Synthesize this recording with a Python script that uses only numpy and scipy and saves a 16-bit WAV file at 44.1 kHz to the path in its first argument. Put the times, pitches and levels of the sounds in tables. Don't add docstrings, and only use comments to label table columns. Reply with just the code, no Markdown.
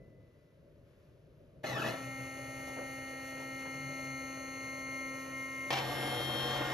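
import sys
import numpy as np
from scipy import signal
from scipy.fft import rfft, irfft, next_fast_len
from scipy.io import wavfile
from scipy.ndimage import uniform_filter1d

SR = 44100
rng = np.random.default_rng(int(sys.argv[2]) if len(sys.argv) > 2 else 0)


def unload_wav(signal):
    wavfile.write(
        sys.argv[1],
        SR,
        np.round(np.clip(np.atleast_2d(signal).T, -1, 1) * 32767).astype(np.int16),
    )


N = 296793
T = np.arange(N) / SR
F = np.fft.rfftfreq(next_fast_len(N + SR), 1 / SR) + 1e-3

START_S, NEAR_S = 1.632, 5.704
END_S = 9
ARC_START_S, ARC_END_S = 1.644, 1.948
CORNER_END_S = 1.879
FIRST_HZ, NEAR_HZ = 66.53, 66.55
LEFT_DB = 1.5

# pitch_hz, width_hz, level_db (against a broad path of 1)
CORNER_MODES = [(332, 25, -1), (629, 65, 11.5), (800, 85, 5.5), (1163, 48, 5.5), (1363, 95, 4),
                (1743, 80, 8), (2570, 41, 13.5), (2896, 15, 10.5)]
# pitch_hz, width_hz, level_db (against a broad path of 1)
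FIRST_MODES = [(501, 7.3, 8.7), (518, 16, 8.9), (574, 18.2, 17.8), (581, 24, 5.8), (641, 5.4, 15.7),
               (741, 8.6, 9.5), (2690, 200, 2.1)]
# (relative, per Hz)
FIRST_HISS = [(30, -8), (70, 2), (500, -6.5), (1000, -11.5), (2200, -10.5), (3500, -14), (4900, -20),
              (5800, -15), (7300, -16.5), (9800, -25.5), (11500, -15), (13200, -29), (13900, -21),
              (15000, -26.5)]
# pitch_hz, share of unrelated sound (0-1)
WIDE = [(30, 0.067), (300, 0.21), (700, 0.22), (2500, 0.58), (6000, 0.09), (7400, 0.078), (12000, 0.23)]


def undb(db):
    return 10 ** (np.asarray(db) / 20)


def over_hz(rows):
    hz, value = np.array(rows).T
    return np.interp(np.log(F), np.log(hz), value)


def shape(x, response):
    return irfft(rfft(x, 2 * len(F) - 2) * response)[..., :N]


def modes(rows, broad=1):
    return broad + sum(undb(db) * 1j * F * w / (hz ** 2 - F ** 2 + 1j * F * w) for hz, w, db in rows)


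def small_modes(spread_db, width_hz):
    k = int(width_hz / F[1])
    ripple = uniform_filter1d(uniform_filter1d(rng.standard_normal(len(F)), k), k)
    return undb(spread_db * ripple / ripple.std())


def sheet_ring(t60_s):
    tail = rng.standard_normal((2, N)) * undb(-60 * T / t60_s)
    tail = np.array([tail[0] + .5 * tail[1], tail[0] - .5 * tail[1]])
    return .5 + rfft(tail / np.linalg.norm(tail[0]), 2 * len(F) - 2)


def unit(x):
    return x / np.sqrt(np.mean(x ** 2))


def walk(rate):
    k = int(SR / rate)
    held = np.repeat(rng.standard_normal(N // k + 1), k)
    return 1.11 * uniform_filter1d(uniform_filter1d(held, k), k)[:N]


def after(s):
    return np.maximum(T - s, 0)


def span(t0, t1, edge=0.0011):
    return np.clip((T - t0) / edge, 0, 1) * np.clip((t1 - T) / edge, 0, 1)


def noise_pair(gate, response, wide=1):
    mid = shape(gate * rng.standard_normal(N), response)
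    side = shape(gate * rng.standard_normal(N), response * np.clip(wide * over_hz(WIDE), 0, 1))
    return np.array([mid + side, mid - side])


def stereo_noise(response, gate=1, wide=1):
    return unit(noise_pair(gate, response, wide))


def blows(events, push_s, response, attack_s=0.00016):
    force = sum(undb(db) * (1 - np.exp(-after(s) / attack_s)) * np.exp(-after(s) / push_s)
                for s, db in events)
    return noise_pair(force, response / np.sqrt(np.mean(np.abs(response) ** 2)))


def arc():
    angle = np.pi / 2 * np.clip((T - ARC_START_S) / (ARC_END_S - ARC_START_S), 0, 1)
    return np.sin(angle), np.cos(angle)


def swell(t, dip_s, period_s, first, last, rise_db_s):
    second = np.clip(first + (last - first) * (t - t[0]) / (t[-1] - t[0]), 0, 1)
    beat = 1 + second ** 2 - 2 * second * np.cos(2 * np.pi * (t - dip_s) / period_s)
    return 10 * np.log10(beat / (1 + second ** 2) + 1e-3) + rise_db_s * (t - t.mean())


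def motor(partials, hz, on, swells, wander_db, wander_hz=8):
    out, live = np.zeros((2, N)), on > 0
    phase = 2 * np.pi * np.cumsum(hz * np.ones(N))[live] / SR
    drift = [wander_db * walk(wander_hz)[live] for _ in range(6)]
    for n, (k, db, pan_db) in enumerate(partials):
        change_db = drift[n % 6]
        for group, rule in swells.items():
            lo, hi = map(int, group.split("-"))
            if lo <= k <= hi:
                change_db = swell(T[live], *rule) + drift[n % 6] / 2
        tone = np.sqrt(2) * undb(db + change_db) * np.sin(k * phase + 2 * np.pi * rng.random())
        lean_db = LEFT_DB * (k * np.max(hz) < 7000)
        left = 1 / (1 + undb(-2 * (pan_db - lean_db)))
        out[:, live] += np.outer(np.sqrt([2 * left, 2 - 2 * left]), tone)
    return out * on


def shop():
    # (relative, per Hz)
    room = [(18, -47), (30, -5), (146, 1.5), (198, -9), (337, -7.5), (458, -9), (590, -4.5), (781, -25.5),
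            (1060, -27), (6310, -42.5), (8350, -48), (13200, -43)]
    rumble_db, hiss_db = -60.5, -58.5
    tail_db, tail_s = 8, 0.11
    swell_db, swell_s, swell_half_s = 2.5, 1.02, 0.22
    ring_db, ring_hz, ring_t60_s = -71, 1997, 2.2

    colour = undb(over_hz(room))
    low = colour / (1 + (F / 800) ** 8)
    high = (colour - low) / (1 + (F / 13000) ** 40)
    high_db = 10 * np.log10(np.sum(high ** 2) / np.sum(low ** 2))
    rumble = stereo_noise(low, undb(2.0 * walk(30)))
    rumble = rumble * undb(rumble_db + tail_db * np.exp(-T / tail_s))
    hiss = stereo_noise(high, undb(.7 * walk(15)), wide=1.5)
    hiss_swell_db = swell_db * np.exp(-((T - swell_s) / swell_half_s) ** 2)
    hiss = hiss * undb(high_db + hiss_db + hiss_swell_db)
    ring_level = undb(ring_db - 60 * T / ring_t60_s + 3 * walk(28))
    ring = ring_level * np.sin(2 * np.pi * ring_hz * T + .9 * walk(30))
    return rumble + hiss + ring


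def boom():
    # pitch_hz, width_hz, level_db
    beam = [(124.3, 9.8, 0)]
    # peak_s, peak_db, half_length_s, pitch_hz
    beam_swells = [(1.718, -40.5, 0.076, 127.5), (2.068, -41.5, 0.044, 124.6), (2.216, -45.5, .05, 124.6),
                   (2.436, -51, 0.045, 122), (3.493, -50, 0.081, 135), (3.863, -45, 0.11, 138.8),
                   (4.118, -48, 0.092, 138), (5.05, -55, 0.087, 134)]
    corner_db, first_db, near_db = -44.5, -63, -43

    ring = unit(shape(rng.standard_normal(N), modes(beam, broad=0) ** 2))
    ring = signal.hilbert(ring, 2 * len(F) - 2)[:N]
    ring = ring + 2.7 * span(NEAR_S, END_S) * np.exp(4j * np.pi * NEAR_HZ * T)
    ring = ring / (0.43 + 0.68 * np.abs(ring))
    level = undb(corner_db) * span(ARC_START_S, ARC_END_S, edge=0.045)
    level += undb(near_db) * span(NEAR_S, END_S, edge=0.028)
    level += undb(first_db + 4.5 * walk(6.4)) * span(START_S, NEAR_S)
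    waver = 0.76 * walk(20)
    swells = sum(undb(db) * np.exp(-((T - s) / half_s) ** 2) * np.sin(2 * np.pi * hz * T + waver)
                 for s, db, half_s, hz in beam_swells)
    return level * ring.real + swells


def screws():
    # (relative, per Hz)
    corner_hiss = [(30, -26), (150, 6.5), (700, -4), (2000, -11.5), (3600, -8), (4900, -16), (7000, -15.5),
                   (9000, -33), (11500, -19), (13700, -32), (15500, -40)]
    near_hiss = [(30, -4), (90, -6), (500, -5.5), (1200, -5.5), (1620, -12), (1900, -3.5), (2400, -9.5),
                 (3300, -1.5), (3850, -13), (4500, -15.5), (7300, -20.5), (9500, -28), (11400, -24.5),
                 (12800, -24), (13600, -41), (14700, -23), (15500, -47)]
    # pitch_hz, width_hz, level_db (against a broad path of 1)
    near_modes = [(332, 61, 8.7), (487.3, 10, 19), (554, 8.1, 16.3), (597, 16, 12.5), (737.5, 15, 16),
                  (833, 69, 5.5), (1154, 19, 11.8)]
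    corner_db, first_db, near_db = -37, -52, -38
    attack_s, fade_s = 0.0092, 0.089
    rise_db_s = 22
    settle_db, settle_s = 1, 1

    cycle = 2 * np.pi * FIRST_HZ * T
    steps = 1 + 0.11 * np.cos(2 * cycle) + 0.25 * np.cos(4 * cycle)
    since_corner = after(CORNER_END_S)
    turning = np.exp(-since_corner / fade_s)
    rounding = span(START_S, NEAR_S, edge=attack_s) * turning
    rounding = rounding * undb(-rise_db_s * np.maximum(CORNER_END_S - T, 0))
    straight = span(START_S, NEAR_S) * (1 - turning) * undb(settle_db * np.exp(-since_corner / settle_s))
    bass = 1 / (1 + (F / 3300) ** 4)
    out = 0
    for hiss, frame, db, grain_db, level in (
            (corner_hiss, CORNER_MODES, corner_db, 2.5, rounding),
            (FIRST_HISS, FIRST_MODES, first_db, 1.9, straight),
            (near_hiss, near_modes, near_db, 1.5, span(NEAR_S, END_S))):
        colour = undb(over_hz(hiss)) * modes(frame) * small_modes(spread_db=1.8, width_hz=30)
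        low, high = colour * bass, colour * (1 - bass)
        both = stereo_noise(low, steps * undb(grain_db * walk(170))) * np.linalg.norm(low)
        both += stereo_noise(high, steps * undb(1.6 * walk(30))) * np.linalg.norm(high)
        out = out + level * undb(db) * unit(both)
    return out


def screw_bumps():
    # start_s, push_db
    bumps = [(2.579, -51), (2.672, -43.5), (2.76, -42.5), (2.782, -44.5), (3.392, -44), (3.65, -43.5)]
    body = undb(over_hz(FIRST_HISS)) * modes(FIRST_MODES, broad=2.7)
    body = body / (1 + (F / 1250) ** 4) / (1 + (250 / F) ** 4)
    return blows(bumps, 0.037, body, attack_s=0.0066)


def travel():
    # pitch_hz, width_hz, level_db (relative)
    travel_modes = [(1170, 120, -7), (1427, 42, 2), (1630, 35, -5)]
    end_db, rise_db_s = -44.5, 15
    grainy = stereo_noise(modes(travel_modes, broad=0), undb(1.7 * walk(150)))
    return grainy * undb(end_db + rise_db_s * (T - T[-1])) * span(NEAR_S, END_S)


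def corner():
    # multiple of the winding cycle, running_up_db, running_down_db
    ramp = [(4, -50, -54), (8, -52, -54), (16, -54, -55), (20, -52, -56), (28, -50, -56), (32, -40, -41),
            (44, -57, -62), (64, -50, -45), (96, -55, -50), (128, -57, -58), (160, -57, -60),
            (192, -57, -60)]
    # start_s, push_db
    jolts = [(1.638, -28.5), (1.936, -34)]
    attack_s, shake_end_s, fade_db_s = 0.032, 1.89, 168

    drive, live = np.zeros(N), span(START_S, 2.05) > 0
    for col, share in enumerate(arc()):
        share = share[live]
        phase = 2 * np.pi * np.cumsum(FIRST_HZ * share) / SR
        for k, *db in ramp:
            patchy = undb(-.7 * np.sqrt(k) * np.abs(walk(55)[live]))
            speed_gain = share ** ((.034, .016)[col] * k)
            rough = patchy * (1 + .6 * np.cos(2 * phase + k)) * speed_gain
            jitter = .2 * np.sqrt(k) * walk(90)[live]
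            drive[live] += undb(db[col]) * rough * np.sin(k * phase + jitter)
    shake = np.clip(after(START_S) / attack_s, 0, 1) * undb(-fade_db_s * after(shake_end_s))
    glides = shape(drive * shake, modes(CORNER_MODES, broad=.8) * sheet_ring(t60_s=.11))
    jolt_body = modes(CORNER_MODES[1::4], broad=0) / (1 + (F / 2500) ** 4)
    return glides + blows(jolts, 0.0098, jolt_body, attack_s=.004)


def clack():
    # start_s, push_db
    impacts = [(5.705, -22), (5.708, -32), (5.731, -26), (5.774, -39), (5.788, -24.5)]
    # pitch_hz, width_hz, level_db (against a broad path of 1)
    clack_modes = [(785, 97, 17.2), (970, 60, 10.4), (1840, 38, 6.3), (2307, 18, 16.7), (2640, 17, 9.3),
                   (3070, 55, 4.7), (5180, 45, 3)]
    # (relative, per Hz)
    clack_hiss = [(100, -29), (600, -1), (3000, 4), (6000, -4), (8500, -16), (12500, -21), (15000, -27)]
    rattle_db, fade_db_s = -31.5, 66
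    rattle_end_s, stop_db_s = 5.80, 220

    body = undb(over_hz(clack_hiss)) * modes(clack_modes)
    level_db = rattle_db - fade_db_s * after(NEAR_S) - stop_db_s * after(rattle_end_s)
    rattle = stereo_noise(body, undb(2.6 * walk(200))) * undb(level_db) * span(NEAR_S, END_S)
    return blows(impacts, 0.0019, body) + rattle


def first_motor():
    # multiple of the winding cycle, level_db, left_minus_right_db
    partials = [(2, -61, 1), (4, -49, 3), (5, -65, 2), (8, -57, -7), (12, -60, -3), (16, -60, -8),
                (18, -74, -5), (20, -54, 6), (26, -70, 8), (28, -53, -3), (30, -67, 1), (33, -75, 2),
                (34, -76, 4), (36, -61, 8), (44, -62, 4), (63, -78, 6), (64, -64, 5), (65, -66, 8),
                (95, -62, 6), (96, -67, 3), (97, -63, 4), (99, -72, 2), (126, -75, 0), (128, -69, 0),
                (158, -70, 0), (162, -76, 0)]
    faint_groups = {-79: (31, 48, 60, 62, 66, 101, 160, 174),
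                    -83: (67, 68, 93, 94, 100, 107, 161, 163, 166, 170, 190, 193)}
    swells = {"12-12": (6, 6.5, 0.6, 0.7, -0.5), "16-16": (2.9, 7.3, 0.73, .5, 1.8),
              "60-66": (5.38, 3.9, 0.12, 0.52, 0.78), "64-64": (2.75, 3.05, 0.5, 0.78, 1.1),
              "95-99": (5.07, 2.36, 0.18, 0.64, 0.22), "95-95": (2.46, 4.4, 1, 0.3, .1),
              "97-97": (3.5, 2, 6.2, 4, 0.5)}
    # time_s, level_db
    whine_level = [(2.0, -54.5), (2.11, -47), (2.37, -51.5), (2.97, -48.5), (3.21, -51.5), (3.58, -47),
                   (4.18, -45.5), (4.37, -51), (4.7, -43), (4.76, -46), (4.95, -41.5), (5.23, -48),
                   (5.28, -62), (5.34, -44), (5.44, -42), (5.48, -45.5), (5.62, -40.5), (5.69, -42)]
    whine_pan_db = 2.5

    settled = np.clip((T - 1.86) / .12, 0, 1) * span(START_S, NEAR_S)
    hz = FIRST_HZ * arc()[0]
    faint = [(k, db, LEFT_DB) for db, multiples in faint_groups.items() for k in multiples]
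    tones = motor(partials + faint, hz, settled, swells, wander_db=1.5, wander_hz=3.06)
    whine = undb(np.interp(T, *np.array(whine_level).T))
    return tones + motor([(32, 0, whine_pan_db)], hz, settled * whine, {}, wander_db=.8)


def near_motors():
    # multiple of the winding cycle, level_db, left_minus_right_db
    near_axis = [(16, -55, 1), (32, -50, 1), (48, -45, 9), (50, -62, -1), (64, -55, 7), (80, -59, 4),
                 (96, -68, 3), (112, -76, 1)]
    carriage = [(4, -54, 1), (12, -55, 0), (28, -56, 1), (32, -49, 1), (63, -62, 1), (64, -53, 1),
                (65, -69, 0), (97, -70, -1), (126, -70, 0), (127, -64, 2), (129, -69, 0), (130, -70, 1),
                (158, -70, 0), (162, -70, -1), (190, -63, 0), (194, -62, 0), (198, -66, 0), (200, -68, 0),
                (202, -69, 0), (254, -67, 0), (258, -74, 0)]
    lift = [(71, -59, 6), (96, -63, 11), (128, -63, 4)]
    # pitch_hz, level_db, left_minus_right_db
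    tones = [(2247, -66, 8), (3800, -71, 8), (5167, -71, 3), (6233, -72, 3), (11590, -67, 0),
             (12688, -72, 0)]
    near_swells = {"16-16": (6.0, .9, .35, .2, 9), "32-32": (6.41, 0.67, 0.15, 0.8, .1),
                   "48-48": (5.93, 0.8, .9, .85, 7), "64-64": (6.7, 0.7, .25, .95, .1)}
    carriage_swells = {"32-32": (6.22, 1.04, 0.35, 0.55, .1), "63-65": (5.98, 0.68, 0.19, 0.17, 1.4),
                       "190-258": (5.78, 0.85, 0.99, 0.97, .1)}
    lift_swells = {"128-128": (5.6, 1.2, 0.36, 0.35, .1)}
    carriage_hz, lift_hz = 57.62, 42.79

    on = span(NEAR_S, END_S)
    whines = motor(near_axis, NEAR_HZ, on, near_swells, wander_db=3.0, wander_hz=14)
    whines += motor(carriage, carriage_hz, on, carriage_swells, wander_db=3.0)
    whines += motor(lift, lift_hz, on, lift_swells, wander_db=3.0)
    whines += motor(tones, 1, on, {}, wander_db=5.0)
    return whines


def scene():
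    background = shop() + boom()
    frame = screws() + screw_bumps() + travel() + corner() + clack()
    return background + frame + first_motor() + near_motors()


def record(dry):
    # pitch_hz, lead of the left (radians)
    phase_rows = [(0, 0.76), (300, -0.17), (520, -0.86), (1330, -0.52), (1800, -0.7), (2150, -0.94),
                  (3190, 1.49), (4310, 0.56), (5600, 1.15), (6400, -1.22)]
    # pitch_hz, lead of the left (multiples of pi radians)
    upper_phase_rows = [(7300, -.5), (7650, -1), (8900, -1), (9600, -1.6), (11000, -2), (12300, -2),
                        (13000, -2.4), (13500, -3), (22050, -3)]
    top_hz = 15700

    leads = np.array(phase_rows + [(hz, np.pi * turns) for hz, turns in upper_phase_rows])
    lead = np.interp(F, *leads.T)
    lean_db = LEFT_DB * np.clip((7400 - F) / 1500, 0, 1)
    half = undb(lean_db / 2) * np.exp(.5j * lead)
    bass_cut = F ** 2 / (F ** 2 + 28 ** 2)
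    heard = shape(dry, bass_cut * np.array([half, 1 / half]))
    return signal.sosfilt(signal.ellip(8, .2, 70, top_hz, fs=SR, output="sos"), heard)


dry = scene()
out = record(dry)
unload_wav(out)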